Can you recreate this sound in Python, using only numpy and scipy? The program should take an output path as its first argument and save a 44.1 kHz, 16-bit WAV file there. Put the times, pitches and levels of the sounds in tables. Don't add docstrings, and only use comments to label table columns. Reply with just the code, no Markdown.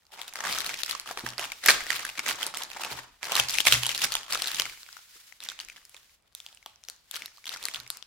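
import sys
import numpy as np
from scipy import signal
from scipy.io import wavfile

SR = 44100
rng = np.random.default_rng(int(sys.argv[2]) if len(sys.argv) > 2 else 0)


def dump(signal):
    limited = np.clip(np.atleast_2d(signal).T, -1, 1)
    pcm = np.round(limited * 32767).astype(np.int16)
    wavfile.write(sys.argv[1], SR, pcm)


def boost(x):
    u = np.asarray(x, float) / 20
    return 10 ** u


N = 355446


def rms_one(x):
    return x / np.sqrt(np.mean(x ** 2) + 1e-20)


def peak_one(rows):
    return rows / (np.abs(rows).max(axis=1, keepdims=True) + 1e-12)


def wall_gain(db):
    return boost(np.array([[0], [0], [db]]))


def in_time(curve):
    s, value = np.transpose(curve)
    return np.interp(np.arange(N) / SR, s, value)


def at_hz(points, hz):
    table_hz, value = np.transpose(points)
    return np.interp(np.log(hz), np.log(table_hz), value)


def band(x, low_hz, high_hz):
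    edges = [low_hz, min(high_hz, 0.45 * SR)]
    return signal.sosfilt(signal.butter(2, edges, "band", fs=SR, output="sos"), x)


def trail(x, lag_s):
    r = np.exp(-1 / (lag_s * SR))
    return signal.lfilter([1 - r], [1, -r], x)


def drift(rate_hz):
    r = np.exp(-80 * np.pi * rate_hz / SR)
    slow = signal.lfilter([1], [1, -2 * r, r * r], rng.standard_normal(N // 40 + 2002))[2000:]
    return np.interp(np.arange(N) / 40, np.arange(len(slow)), rms_one(slow))


BAND_EDGES_HZ = 30 * 2 ** np.arange(0, 9.6, 0.5)
# (frequency [Hz], likeness [0-1])
LEFT_RIGHT_LIKENESS = [(100, 0.76), (500, 0.29), (1500, 0.31), (4000, 0.11), (14000, 0.026)]


def noise_bands(size):
    white = rng.standard_normal((2, 2, size))
    for k, (low, high) in enumerate(zip(BAND_EDGES_HZ, BAND_EDGES_HZ[1:])):
        centre_hz = np.sqrt(low * high)
        mid, side = band(white[k % 2], low, high)
        alike = np.clip(at_hz(LEFT_RIGHT_LIKENESS, centre_hz), 0, 1)
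        yield centre_hz, np.sqrt(1 + alike) * mid + np.sqrt(1 - alike) * side * [[1], [-1]]


def hiss(colour, patchy_db):
    noise = sum(boost(at_hz(colour, hz)) * x for hz, x in noise_bands(N))
    return rms_one(noise) * boost(patchy_db * drift(20))


def low_noise(low_hz, high_hz, side_share):
    mid, side = band(rng.standard_normal((2, N)), low_hz, high_hz)
    return mid + side_share * side * [[1], [-1]]


# (time [s], hold [s], crackle level [dB])
GRIPS = [(0.122, .05, -47), (0.186, .11, -45), (.367, .07, -39), (0.442, .15, -30), (.62, .2, -36),
         (0.881, .06, -36), (1.075, .04, -39), (1.182, .01, -37.5), (1.266, .02, -36), (1.399, .05, -34),
         (1.633, .02, -36), (1.662, .015, -26.5), (1.685, .005, -15), (1.877, .1, -31), (1.999, .06, -37),
         (2.178, .015, -36.5), (2.257, .055, -27.5), (2.398, .08, -36), (2.555, .07, -38),
         (2.736, .04, -42), (2.8, .2, -38.5), (3.238, .07, -34), (3.309, .04, -30.5), (3.356, .045, -24.5),
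         (3.501, .1, -29), (3.667, .02, -20), (3.726, .015, -19), (3.837, .16, -34), (4.027, .03, -25),
         (4.132, .03, -32), (4.303, .02, -34), (4.329, .03, -29), (4.4, .15, -35), (4.58, .035, -29)]
# (time [s], hold [s], crackle level [dB])
STIRS = [(4.8, .2, -55), (5.406, .02, -46), (5.434, .03, -40), (5.499, .03, -46), (5.599, .03, -45),
         (5.693, .09, -51.5), (5.951, .03, -53), (6.474, .02, -54), (6.679, .02, -56), (7.142, .03, -39),
         (7.201, .07, -48), (7.47, .08, -39), (7.615, .09, -40.5), (7.739, .035, -38), (7.946, .04, -52)]
TIGHTEN_DB_PER_S, EASE_DB_PER_S, REST_DB = 898.5, 140, -72


def handling():
    t = np.arange(0, N + 64, 64) / SR
    s, hold, db = np.transpose(GRIPS + STIRS)[:, :, None]
    tightening_db = TIGHTEN_DB_PER_S * np.maximum(s - t, 0)
    easing_db = EASE_DB_PER_S * np.maximum(t - s - hold, 0)
    power = np.sum(boost(2 * (db - tightening_db - easing_db)), axis=0) + boost(2 * REST_DB)
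    return np.interp(np.arange(N) / SR, t, 10 * np.log10(power))


# (frequency [Hz], density [dB per Hz])
QUIET_COLOUR = [(20, -12.5), (72, -10), (130, -17.5), (310, -23.5), (624, -20), (4180, -29), (9140, -35.5),
                (16000, -38.5)]


def quiet_room():
    return boost(-72.5) * hiss(QUIET_COLOUR, patchy_db=0.5)


# (frequency [Hz], time [s])
ECHO_T60 = [(150, 0.88), (500, 0.37), (1500, 0.43), (4000, 0.44), (9000, 0.24), (14000, 0.3)]
# (frequency [Hz], level [dB])
ECHO_COLOUR = [(150, -3), (500, 2), (1500, 0), (4000, -4), (9000, -2.5), (14000, -15)]


def room(x, first_s=0.0026, build_s=0.0015):
    t = np.arange(int(0.7 * SR)) / SR
    echoes = 0
    for hz, noise in noise_bands(len(t)):
        echoes = echoes + boost(at_hz(ECHO_COLOUR, hz) - 60 * t / at_hz(ECHO_T60, hz)) * noise
    echoes = echoes * np.clip((t - first_s) / build_s, 0, 1)
    echoes = echoes / np.sqrt(np.sum(echoes ** 2) / 2)
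    return signal.fftconvolve(x, echoes, axes=1)[:, :N]


def rumble():
    shaking = band(low_noise(14, 45, side_share=0.63), 10, 55)
    effort_db = trail(handling() - REST_DB, lag_s=0.08) + REST_DB + 40
    return boost(-73 + 0.89 * effort_db + 3.7 * drift(5.5)) * rms_one(shaking)


# (time [s], peak level [dB])
PRESSES = [
    (1.235, -49.5),
    (1.689, -62),
    (2.918, -52.5),
    (3.392, -47),
    (3.678, -46.5),
    (3.728, -38.5),
    (4.04, -56),
    (4.327, -66),
    (4.598, -60),
    (7.783, -60),
]
# (frequency [Hz], level [dB], time to fade 60 dB [s])
TABLE_MODES = [(71, 4, 0.2), (123.1, 3, 0.3), (137, -2, 0.25), (236, -6, 0.1)]


def table():
    weight, out = np.zeros(N), np.zeros((2, N))
    for s, db in PRESSES:
        fingers_s = s + rng.uniform(0.03, 0.045)
        weight[int(s * SR)] = boost(db)
        weight[int(fingers_s * SR)] = boost(db - 5)
    settling = rng.standard_normal(6000) * 0.023 * np.exp(-np.arange(6000) / SR / 0.05)
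    weight = weight + signal.fftconvolve(weight, settling)[:N]
    push = boost(-38) * band(np.convolve(weight, np.hanning(150))[:N], 65, 500)
    push = push + boost(handling() - 69.5) * low_noise(50, 260, side_share=0.4)
    for hz, db, t60 in TABLE_MODES:
        r, w = boost(-60 / (t60 * SR)), 2 * np.pi * hz / SR
        out += boost(db) * signal.lfilter([0, np.sin(w)], [1, -2 * r * np.cos(w), r * r], push + 1e-18)
    return out


# (time [s], peak level [dB], centre [Hz])
BUMPS = [(1.109, -26.5, 740), (1.172, -27.5, 665), (1.234, -33.5, 264), (1.391, -33.5, 488),
         (1.687, -21.5, 507), (2.182, -43, 200), (2.26, -34, 670), (2.464, -40, 458), (2.912, -37, 304),
         (5.154, -58, 260.4), (5.944, -53, 702), (6.66, -36, 680), (6.886, -52, 483)]


def bumps():
    out, t = np.zeros(N + 2000), np.arange(2000) / SR
    for s, db, hz in BUMPS:
        puff = band(rng.standard_normal(2000) * t * np.exp(-t * hz), hz / 1.5, hz * 1.6)
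        start = int(s * SR)
        out[start:start + 2000] += boost(db) * puff / np.abs(puff).max()
    return out[:N]


# (time [s], hiss level [dB])
SLIDE = [(0, -73.5), (1.9, -51), (3.0, -67), (3.2, -65.5), (4.3, -66.5), (4.7, -51), (5.0, -54.5),
         (5.3, -54.5), (5.4, -65), (5.9, -60), (6.15, -63.5), (6.25, -95), (6.33, -88), (6.37, -57),
         (6.6, -66), (6.82, -72), (6.9, -62), (7.05, -71.5), (7.12, -58), (8.06, -69.5)]
# (frequency [Hz], density [dB per Hz])
SLIDE_COLOUR = [(180, -41), (300, -27.5), (828, -16), (1210, 1), (1970, 3.5), (4670, 5.5), (11100, -1),
                (16000, -3)]


def glove_slide():
    return boost(in_time(SLIDE)) * hiss(SLIDE_COLOUR, patchy_db=2)


# (time [s], slackness [0-1])
SLACK = [(0, 0.88), (.45, 0.85), (.8, 0.26), (1.2, 1), (1.7, 0.41), (2.2, 0.62), (2.7, 0.93), (3.28, 0.99),
         (3.5, 0.01), (3.75, 0.05), (4.3, 0.6), (4.7, 0.04), (6, 0.58), (7, 0.32), (8.06, 0.67)]


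def body():
    grip = trail(boost(handling()), lag_s=0.01)
    level_db = -23.5 + 9.3 * (in_time(SLACK) - 0.99) + 3.5 * drift(25)
    return grip * boost(level_db) * rms_one(low_noise(130, 520, side_share=0.45))


def slack_bass(wash):
    bass_db, split_hz = 14 * (np.clip(in_time(SLACK), 0, 1) - 0.75), 979
    return band(wash, split_hz, 28000) + boost(bass_db) * band(wash, 150, split_hz)


# (frequency [Hz], density [dB per Hz])
RUSTLE_COLOUR = [(180, -30), (400, -10), (900, 2.5), (1600, -3), (3500, 1.4), (7000, -10), (11000, -8.5),
                 (16000, -15.5)]


def rustle():
    level_db = handling()
    easing_db = np.clip(np.gradient(level_db) * SR / 18, -7, 0)
    grain_db = 5 * drift(140)
    return boost(level_db + easing_db - 9.5 + grain_db) * slack_bass(hiss(RUSTLE_COLOUR, patchy_db=4))


def snaps(s, db, hz, crack_db, thud_db, cycles, lag_spread, pan_db, rough=1.05):
    size = 256
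    chance = rng.standard_normal((len(s), 4))
    noise = rng.standard_normal((len(s), 5, size))
    t = np.arange(size) / SR
    hz = hz[:, None]
    decay_s = cycles * np.exp(0.25 * chance[:, :1]) / hz
    rise_s = 0.00014 * np.exp(0.88 * chance[:, 1:2])
    fade = np.exp(-t / decay_s) * (1 - np.exp(-t / rise_s))
    tone = np.sin(2 * np.pi * hz * t + chance[:, 1:2])
    thud = peak_one(band(noise[:, 4] * np.exp(-t / 0.0008), 680, 1900))
    crack_fade = np.exp(-t / 0.00059) * (1 - np.exp(-t / 0.00015))
    out = np.zeros((3, N + 2 * size))
    for row, (sign, focus) in enumerate([(1, 1), (-1, 1), (0, 0.25)]):
        own = 0.5 * noise[:, row] + focus * noise[:, 3]
        roughness = rough if sign else 1.35
        ring = fade * (focus * tone + roughness * band(own, 2400, 7350))
        crack = band(own * crack_fade, 5000, 12760)
        shape = peak_one(ring) + boost(crack_db)[:, None] * peak_one(crack) + boost(thud_db)[:, None] * thud
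        shape = peak_one(shape) * boost(db + sign * pan_db * (chance[:, 2] + 0.12))[:, None]
        lag = sign * lag_spread * chance[:, 3]
        start = np.round((s + 0.001) * SR + lag).astype(int) + size - 4
        place = (start[:, None] + np.arange(size)).ravel()
        out[row] += np.bincount(place, shape.ravel(), out.shape[1])[:out.shape[1]]
    return out[:, size:size + N]


def foil(s, db, hz, crack_db, spread):
    octave = np.log2(hz / 3000)
    slack = np.interp(s, *np.transpose(SLACK))
    crack_db = crack_db + 4 * octave + 22 * spread
    thud_db = -13 + 8.4 * (slack - 0.6) - 4.8 * octave - 2 * spread
    return snaps(s, db, hz, crack_db, thud_db, cycles=2.8, lag_spread=1.3, pan_db=3)


def crackle(count=2800):
    level_db, slack = handling(), in_time(SLACK)
    busy = np.cumsum(boost(0.35 * level_db))
    chance = rng.random((count, 4))
    at = np.interp(chance[:, 0], busy / busy[-1], np.arange(N)).astype(int)
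    size_db = 3.2 * np.minimum(-np.log(chance[:, 1] + 1e-9), 2.5) + 2 * drift(40)[at]
    size_db = size_db + np.clip(np.gradient(level_db)[at] * SR / 18, -11, 0)
    hz = 4500 * 2 ** (-1.8 * np.clip(slack[at], 0, 1) + 2.1 * (chance[:, 2] - 0.5))
    db = 0.86 * level_db[at] + size_db - 6.5
    return foil(at / SR, db, np.maximum(hz, 850), -7 - 8 * slack[at], chance[:, 3] - 0.5)


# (time [s], peak level [dB], ring [Hz])
TICKS_TURNING = [(0.052, -50, 4370), (0.066, -45, 5000), (0.232, -40, 2586), (0.326, -32, 2337),
                 (0.372, -33, 5080), (0.388, -25, 1260), (0.404, -20, 1800), (0.438, -19, 1590),
                 (0.533, -16, 4080), (0.548, -18.5, 5000), (0.644, -20, 1815), (0.699, -25, 2370),
                 (0.741, -22, 2630), (0.765, -35, 2090), (0.861, -17.5, 5400), (0.949, -22, 1100),
                 (1.059, -30.5, 1230), (1.09, -25, 1380), (1.26, -26, 1950), (1.322, -34, 1150),
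                 (1.334, -31, 3010), (1.38, -15, 4750), (1.501, -31.5, 2796), (1.866, -19.5, 1920),
                 (1.89, -27, 3620), (2.005, -24, 7040), (2.098, -24, 2900), (2.153, -32, 2070),
                 (2.175, -22.5, 2440), (2.181, -22, 2280), (2.262, -17, 2045), (2.31, -18, 1820),
                 (2.316, -17.5, 4380), (2.357, -25, 6800), (2.411, -22, 3200), (2.539, -24, 1320),
                 (2.545, -19.5, 5010), (2.582, -27, 5680), (2.621, -20.5, 3500), (2.732, -28, 3700),
                 (2.762, -30, 910), (2.796, -28, 880), (2.807, -26.5, 890), (2.819, -27, 2580),
                 (2.847, -17, 2570), (2.862, -45, 940), (2.939, -34, 2780), (2.967, -30.5, 4250),
                 (2.972, -46, 1370), (2.988, -27, 2150), (3.034, -41, 1350)]
# (time [s], peak level [dB], ring [Hz])
TICKS_PRESSING = [(3.253, -19.5, 4180), (3.32, -24, 2970), (3.436, -23, 2640), (3.495, -12, 4480),
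                  (3.525, -20.5, 4400), (3.541, -12, 8960), (3.552, -18.5, 2100), (3.584, -7, 2580),
                  (3.607, -16, 6750), (3.683, -5, 3600), (3.733, -4, 3930), (3.756, -18, 3450),
                  (3.856, -14, 2940), (3.962, -30, 3880), (4.005, -21.5, 3650), (4.017, -14, 2890),
                  (4.125, -18, 4370), (4.139, -15, 6290), (4.183, -23, 4400), (4.188, -28.5, 5210),
                  (4.209, -30.5, 1850), (4.231, -27, 3010), (4.263, -33.5, 3270), (4.282, -48, 2580),
                  (4.302, -32, 5340), (4.332, -10, 5200), (4.353, -14, 1300), (4.374, -15, 4550),
                  (4.442, -17, 3840), (4.458, -17, 4130), (4.483, -19, 3920), (4.522, -32, 3420),
                  (4.619, -12.5, 4080), (4.653, -20.5, 2170), (4.663, -24.5, 1410), (4.696, -28.5, 2330),
                  (4.723, -37, 1590), (4.734, -38, 1410)]
# (time [s], peak level [dB], ring [Hz])
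TICKS_RESTING = [(4.774, -36, 2200), (4.989, -43, 1417), (5.448, -29, 6240), (5.499, -23, 3550),
                 (5.606, -26.5, 2890), (5.632, -36, 2710), (5.648, -29.5, 6630), (5.761, -35, 2130),
                 (5.815, -44, 2070), (5.856, -48, 4630), (6.094, -49.5, 2310), (6.223, -56.5, 8360),
                 (6.243, -64, 1340), (6.268, -67.5, 4150), (6.324, -54, 4780), (6.33, -52, 4520),
                 (6.527, -36.5, 3440), (6.572, -37, 2890), (6.626, -42, 2180), (6.831, -46, 2385),
                 (6.849, -39, 4260), (6.962, -43, 6370), (7.144, -23, 4040), (7.372, -39, 4230),
                 (7.38, -41, 1200), (7.441, -32, 2240), (7.475, -22, 3100), (7.56, -27, 1400),
                 (7.57, -25, 5990), (7.614, -37, 5680), (7.712, -30, 3300), (7.737, -25, 4180),
                 (7.763, -24, 4010), (7.864, -35, 2246), (7.876, -29.5, 5750), (7.912, -43, 3680),
                 (7.987, -44, 2760)]


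def ticks():
    s, db, hz = np.transpose(list(TICKS_TURNING) + list(TICKS_PRESSING) + list(TICKS_RESTING))
    return foil(s, db - 0.8, hz, -11, 0 * s) * wall_gain(-4)


# (time [s], peak level [dB], ring [Hz])
POPS = [
    (1.66, -4, 12500),
    (1.717, -17.5, 13500),
    (2.05, -16, 10700),
    (2.465, -14, 9800),
    (3.661, -14.5, 9000),
    (3.665, -11.5, 2430),
    (3.848, -18.5, 3100),
    (3.866, -10, 9500),
    (3.906, -20, 2700),
    (1.689, -3, 2340),
]


def pops():
    s, db, hz = np.transpose(POPS)
    return snaps(s, db, hz, -8 + 0 * s, -16 + 0 * s, cycles=2.9, lag_spread=0.45, pan_db=0.5, rough=0.4)


# (time [s], peak level [dB], ring [Hz])
LIFTING_AND_TURNING = [(0.191, -30, 2130), (0.215, -20.5, 3323), (0.279, -23.5, 3750), (0.336, -24.5, 7040),
                       (0.356, -16, 2060), (0.409, -28.5, 1790), (0.45, -17.5, 1750), (0.471, -21.5, 1995),
                       (0.525, -15, 4710), (0.506, -23.5, 2200), (0.585, -15, 6180), (0.604, -15, 4060),
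                       (0.662, -13.5, 4200), (0.692, -17.5, 2220), (0.739, -25, 2500), (0.833, -10.5, 3915),
                       (0.858, -32, 3750), (0.895, -24.5, 3030), (0.91, -13.5, 4200), (0.997, -16.5, 4400),
                       (1.074, -23.5, 3030), (1.111, -23, 5630), (1.173, -20.5, 2400), (1.193, -21.5, 4266),
                       (1.263, -16.5, 1723), (1.288, -20, 5600), (1.385, -24.5, 2000), (1.394, -13, 2837),
                       (1.44, -17.5, 3018), (1.518, -19.5, 2250),
                       (1.637, -19.5, 2120), (1.661, -9, 2000), (1.684, 0.5, 2130), (1.697, -4, 1840),
           (1.704, -2.5, 4340), (1.805, -18, 2050), (1.903, -11, 1970), (1.926, -19.5, 2100),
           (1.944, -22.5, 2000), (1.992, -20, 2700), (2.05, -18, 1700), (2.09, -22, 2580),
           (2.192, -16, 2270), (2.265, -22.5, 2070), (2.282, -17, 6200), (2.288, -11.5, 2700),
           (2.31, -26, 4380), (2.429, -14, 3180), (2.465, -16, 5000), (2.552, -22.5, 3500),
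           (2.571, -17, 8600), (2.618, -26, 2780), (2.634, -17, 5980), (2.701, -26, 4060),
           (2.715, -25, 2600), (2.769, -26, 2110), (2.835, -17, 2700), (2.914, -20.5, 4340),
           (2.969, -41, 1760)]
# (time [s], peak level [dB], ring [Hz])
SMOOTHING = [(3.229, -23.5, 2230), (3.242, -23, 4470), (3.319, -11.5, 2740), (3.353, -5.5, 4100),
             (3.397, -2.5, 3140), (3.485, -14.5, 4400), (3.508, -17.5, 4650), (3.546, -20.5, 2384),
             (3.603, -11, 3100), (3.652, -8, 3380), (3.669, -2.5, 2250), (3.678, -8.5, 3030),
             (3.723, 3, 3080), (3.74, -6.5, 2840), (3.832, -13, 3205), (3.864, -11.5, 3315),
             (3.891, -8.5, 3100), (3.915, -18, 2960), (3.947, -14, 3810), (3.977, -15, 4900),
             (4.027, -14, 3420), (4.039, -5.5, 5630), (4.12, -11.5, 4480), (4.152, -6.5, 3220),
             (4.324, -9.5, 4600), (4.347, -13.5, 3640), (4.42, -8.5, 4260), (4.472, -12.5, 4150),
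             (4.545, -14, 3820), (4.597, -6.5, 3030)]
# (time [s], peak level [dB], ring [Hz])
BUCKLING = [
    (1.675, -11, 6060),
    (1.686, -2.5, 1685),
]
# (time [s], peak level [dB], ring [Hz], crack share [dB])
SETTLING = [(4.831, -29.5, 4370, -29), (4.863, -37, 2340, -19), (4.888, -31.5, 1490, -24),
            (4.927, -30.5, 5500, -16), (4.967, -33, 1410, -15), (5.164, -44, 1310, -17),
            (5.323, -35.5, 2040, -24), (5.403, -28, 3960, -14), (5.437, -25.5, 4200, -2),
            (5.487, -15, 3670, -22), (5.517, -30, 1480, -9), (5.59, -25, 3000, -25),
            (5.6, -20.5, 4370, -23), (5.685, -31, 2400, -12), (5.698, -29, 2430, -32),
            (5.766, -33.5, 3140, -19), (5.851, -32.5, 5080, -1), (5.894, -34, 3000, 8),
            (5.944, -32.5, 2430, -27), (5.965, -35.5, 3480, -10), (6.349, -24, 3600, -2.5),
            (6.401, -29.5, 3470, -10), (6.463, -25, 3360, -17), (6.486, -38, 3280, -23),
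            (6.547, -36, 8260, -4), (6.66, -25, 3300, -14), (6.758, -40.5, 5930, -23.5),
            (6.837, -32.5, 5840, -24), (6.885, -20.5, 5770, -10), (6.898, -23.5, 4260, -7),
            (7.111, -21, 3580, -4), (7.157, -22.5, 3230, -16), (7.163, -21.5, 4530, -9),
         (7.22, -24, 2235, -31), (7.258, -23, 4000, -9), (7.279, -40, 1910, -14), (7.362, -42, 5000, -30),
         (7.455, -24.5, 3230, -10), (7.467, -25.5, 3400, -20), (7.478, -29, 4210, -14),
         (7.492, -17, 3880, -10.5), (7.527, -28.5, 3040, -22), (7.54, -25.5, 5090, -20.5),
         (7.544, -28, 4550, -25), (7.573, -33, 2410, -18), (7.627, -21, 3780, -9), (7.638, -21.5, 4570, -7),
         (7.653, -12, 4330, -0.5), (7.684, -17, 2230, -8), (7.739, -31, 4380, -12),
         (7.745, -18.5, 3350, -17), (7.758, -21, 3450, -25), (7.8, -26.5, 4150, -16),
         (7.9016, -12, 4080, -5), (7.97, -28.5, 5300, -5), (8.025, -28.5, 3420, -24)]


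def creases(count=4):
    s, db, hz = np.transpose(LIFTING_AND_TURNING + SMOOTHING + BUCKLING)
    leaders = foil(s, db - 0.6, hz, -6.5, 0 * s) * wall_gain(-3)

    delay, weaker, pitch, spread = rng.random((len(s), count, 4)).transpose(2, 1, 0)
    after = np.clip(s + 0.019 * (delay - 0.15), 0, N / SR).ravel()
    reach_db = np.minimum(db - 10, handling()[(s * SR).astype(int)] + 10.1)
    swarm_db = (reach_db - 1.4 * weaker).ravel()
    swarm_hz = (hz * 2 ** (pitch - 0.6)).ravel()
    swarm = foil(after, swarm_db, swarm_hz, -6, spread.ravel() - 0.5)

    s, db, hz, crack_db = np.transpose(SETTLING)
    lone = snaps(s, db + 0.3, hz, crack_db + 6.5, -19 + 0 * s,
                 cycles=2.55, lag_spread=0.67, pan_db=3.5, rough=0.9)
    return leaders + swarm + lone * wall_gain(-2.5)


def scene():
    bag = band(creases() + ticks() + crackle(), 220, 28000)
    bag = bag + bumps() * wall_gain(-7) + pops()
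    near = bag[:2] + rustle() + body() + glove_slide()
    return near + boost(-9) * room(bag[2:]) + table() + rumble() + quiet_room()


def roll_off(x):
    return signal.sosfilt(signal.butter(12, 16450, fs=SR, output="sos"), x)


def record(dry):
    low_pass = signal.cheby2(10, 40, 16700, fs=SR, output="sos")
    mix = signal.sosfilt(low_pass, np.clip(dry, -1, 1))
    return roll_off(mix)


dry = scene()
out = record(dry)
dump(out)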